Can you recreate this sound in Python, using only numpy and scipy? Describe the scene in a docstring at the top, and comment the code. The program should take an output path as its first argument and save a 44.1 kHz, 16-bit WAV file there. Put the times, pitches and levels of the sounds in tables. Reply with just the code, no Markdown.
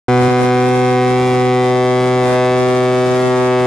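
"""A ship's air horn holds one blast near 126 Hz over calm water, heard from a breezy deck close by.
One steep front per cycle arrives directly and off steel walls, over paths that creep as the
hand-held microphone turns; rails scatter the treble. Horn and wind on the two microphone ports
overload the input stage. Soon after the start a wind filter thins the bass."""
import sys
import numpy as np
from scipy import signal
from scipy.fft import rfft, irfft
from scipy.io import wavfile
from scipy.ndimage import uniform_filter1d, map_coordinates

SR = 44100
rng = np.random.default_rng(int(sys.argv[2]) if len(sys.argv) > 2 else 0)


def to_wav(s):
    """Save 16-bit WAV."""
    ch = np.atleast_2d(s).T  # columns
    pcm = np.round(np.clip(ch, -1, 1) * 32767)  # PCM
    wavfile.write(sys.argv[1], SR, pcm.astype(np.int16))


N = 161406

# Horn fundamental: t/s, f/Hz
HORN_PITCH = [(0.1, 124.2), (1.31, 126.3), (1.38, 125.9), (1.74, 125.7), (2.19, 125.8), (2.28, 125.1),
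              (2.47, 125.8), (3.05, 126.1), (3.11, 126), (3.23, 126.8), (3.65, 125.3)]
# Spectrum of one front: harmonic number, relative level/dB
HORN_PARTIALS = [(1, 9), (2, 2), (3, -3.5), (4, -0.5), (5, -7.5), (6, -13), (7, -19), (8, -19), (10, -27),
                 (14, -27.5), (20, -28), (27, -30.5), (34, -46.5), (45, -38), (65, -49.5), (90, -63)]
# Drift of harmonic 2: t/s, gain/dB
DRIFT_2 = [(.1, -.5), (.7, -.3), (1.3, -2.5), (1.9, -1.5), (2.5, -2.5), (3.0, -.5), (3.35, 1.5),
           (3.65, -1.5)]
# Drift of harmonics 5 and 7: t/s, gain of 5/dB, gain of 7/dB
DRIFT_5_7 = [(.1, 2, 1), (.5, -1.5, -.5), (.75, -10, -8), (1.15, -6, -0.7), (1.55, -3.5, -1.2),
             (1.9, 1.5, 2), (2.2, 0.5, 1), (2.35, 6.5, 5.5), (2.6, 1, 0), (3.1, 0, 0.5), (3.35, 0.8, 6.5),
             (3.65, 1.5, 4)]
# Wall echoes: delay/ms, creep/(ms per turn unit), gain/dB, change/(dB per turn unit), left-right/dB
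WALL_ECHOES = [(2.5, 0.062, -7, 1.48, 2), (4.6, 0.19, -0.26, -0.45, 1.2), (5.4, 0.23, -8.5, -3, 0.6),
               (6.9, -0.022, -4.5, -4, 2.96)]
# Microphone heading: t/s, turn/arbitrary units
MIC_TURN = [(.1, -1.3), (.4, -1.36), (.65, -0.95), (.9, -1.1), (1.2, -0.48), (1.5, -0.59), (1.8, 0.67),
            (2.05, 0.43), (2.22, 0.16), (2.35, 0.38), (2.55, 0.63), (2.85, 0.95), (3.15, 1.3), (3.35, 1.2),
            (3.65, 0.97)]
# Gust envelope: t/s, relative level/dB
GUST_LEVELS = [(0.29, -22.5), (0.4, -24), (0.46, -20.5), (0.54, -29), (0.69, -20), (0.71, -31),
               (0.76, -23.5), (0.9, -33), (0.94, -28.5), (1.0, -32), (1.09, -23), (1.2, -27.5), (1.23, -26),
               (1.35, -32), (1.41, -22), (1.55, -45), (1.65, -24), (1.91, -44), (2.08, -23), (2.12, -34),
               (2.26, -22), (2.48, -29), (2.58, -26.5), (2.91, -28.5), (3.09, -27), (3.21, -29),
               (3.27, -25.5), (3.57, -45)]
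# Wind spectrum: f/Hz, relative density/dB
WIND_SPECTRUM = [(20, -15), (60, -6), (150, -8.5), (300, -12), (600, -15), (1200, -24.5), (3000, -34.5),
                 (8000, -34)]

CLIP_LEVEL = 0.36  # overload ceiling, reached near a dry amplitude of 1


def air_horn(t, gain_db=-2, waver=0.0013, drop_lead_ms=0.6644, drop_share=0.59):
    """Harmonics rise in phase into one steep front per cycle; a pressure drop runs just ahead."""
    pitch_hz = curve(HORN_PITCH, t)
    cycles = np.cumsum(pitch_hz * (1 + waver * walk(9.2))) / SR
    harmonics = np.arange(1, 91)
    amplitudes = log_spectrum(HORN_PARTIALS, harmonics)
    grid = np.arange(4096) / 4096
    period = amplitudes @ np.sin(2 * np.pi * np.outer(harmonics, grid))
    drift_db = {2: curve(DRIFT_2, t), 5: curve(DRIFT_5_7, t), 7: curve(DRIFT_5_7, t, column=2)}

    def front(phase):
        wave = np.interp(phase % 1, grid, period, period=1)
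        for n, db in drift_db.items():
            wave += amplitudes[n - 1] * (undb(db) - 1) * np.sin(2 * np.pi * n * phase)
        return wave

    drop = drop_share * front(cycles + drop_lead_ms * pitch_hz / 1000)
    return undb(gain_db) * (front(cycles) - drop)


def jet_hiss(gain_db=-33, low_cut_hz=3480):
    """Steady hiss of the horn's air jet."""
    return undb(gain_db) * butter(rng.standard_normal(N), low_cut_hz, "high")


def deck_paths(blast, t, port_lag_ms=0.018, wall_hz=1660, wander_ms=0.015, wander_db=0.2):
    """Direct sound plus dull steel-wall echoes at both ports; the echoes shift with the turn."""
    dull = butter(blast, wall_hz, "low")
    turn = curve(MIC_TURN, t)
    ports = np.array([blast, delay(blast, port_lag_ms)])
    for base_ms, creep_ms, base_db, change_db, pan_db in WALL_ECHOES:
        path_ms = base_ms + creep_ms * turn + wander_ms * walk(4.26)
        gain_db = base_db + change_db * turn + wander_db * walk(4.95)
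        ports[0] += undb(gain_db + pan_db / 2) * delay(dull, path_ms)
        ports[1] += undb(gain_db - pan_db / 2) * delay(dull, path_ms + port_lag_ms)
    return ports


def rail_scatter(blast, count=8, echo_db=-12.5, spread_ms=60, wander_ms=0.046, max_lag_ms=0.031):
    """Rails and fittings return the treble over shifting paths, so the overtones shimmer."""
    bright = butter(blast, hz=1420, kind="high")
    ports = np.zeros((2, N))
    for distance, side in rng.random((count, 2)):
        echo = delay(bright, 1 + spread_ms * distance + wander_ms * walk(3))
        ports += undb(echo_db) * np.array([echo, delay(echo, side * max_lag_ms)])
    return ports


def wind(t, gust_gain_db=1.5, breeze_db=-24.5, buffet_db=2.5, mid_db=-6.5, calm_db=-5, calm_end_s=0.22):
    """Low turbulence buffets the ports, more in opposition than together; lighter at first."""
    hz = np.maximum(np.fft.rfftfreq(N, 1 / SR), 1)
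    noise = irfft(rfft(rng.standard_normal((2, N))) * log_spectrum(WIND_SPECTRUM, hz), N)
    buffet = undb([buffet_db * walk(39.62) for _ in range(2)])
    mid, side = noise / noise.std() * buffet
    mid *= undb(mid_db)
    calm = undb(calm_db * np.clip((calm_end_s - t) / 0.05, 0, 1))
    strength = np.hypot(undb(curve(GUST_LEVELS, t) + gust_gain_db), undb(breeze_db))
    return np.array([mid + side, mid - side]) * calm * strength / CLIP_LEVEL


def overload(x, knee=15, coupling_hz=45):
    """The input stage flattens the peaks; AC coupling tilts them."""
    flat = CLIP_LEVEL * x / (1 + np.abs(x) ** knee) ** (1 / knee)
    return butter(flat, coupling_hz, "high")


def wind_filter(x, t, on_s=0.281, fade_s=0.0037, low_cut_hz=125, gain_db=-0.5):
    """A bass cut switches in at a set time."""
    mix = np.clip((t - on_s) / fade_s, 0, 1)
    return (1 - mix) * x + mix * undb(gain_db) * butter(x, low_cut_hz, "high")


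def undb(db):
    return 10 ** (np.asarray(db) / 20)


def curve(table, t, column=1):
    rows = np.array(table, float)
    return np.interp(t, rows[:, 0], rows[:, column])


def log_spectrum(table, x):
    """Amplitudes from a dB table, interpolated over log x."""
    points, db = np.array(table, float).T
    return undb(np.interp(np.log(x), np.log(points), db))


def walk(rate_hz):
    """Random steps, smoothed twice; spread near 1."""
    hold = int(SR / rate_hz)
    steps = np.repeat(rng.standard_normal(N // hold + 1), hold)
    return 1.49 * uniform_filter1d(uniform_filter1d(steps, hold), hold)[:N]


def butter(x, hz, kind, order=1):
    return signal.lfilter(*signal.butter(order, hz, kind, fs=SR), x)


def delay(x, ms):
    return map_coordinates(x, [np.arange(N) - ms * SR / 1000], order=1, mode="nearest")


def scene():
    """Horn, echoes and wind at the two ports."""
    t = np.arange(N) / SR
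    blast = air_horn(t) + jet_hiss()
    return deck_paths(blast, t) + rail_scatter(blast) + wind(t)


def record(dry):
    """Overload, wind filter, treble roll-off and an abrupt start out of silence."""
    start_s, attack_s = 0.0822, 0.0004
    mic_hz, mic_top_hz, band_limit_hz = 8000, 10950, 13300
    t = np.arange(N) / SR
    x = wind_filter(overload(dry), t)
    x = butter(x, mic_hz, "low")
    x = butter(x, mic_top_hz, "low", order=6)
    x *= np.clip((t - start_s) / attack_s, 0, 1)
    return signal.sosfilt(signal.ellip(8, 0.2, 70, band_limit_hz, fs=SR, output="sos"), x)


dry = scene()
out = record(dry)
to_wav(out)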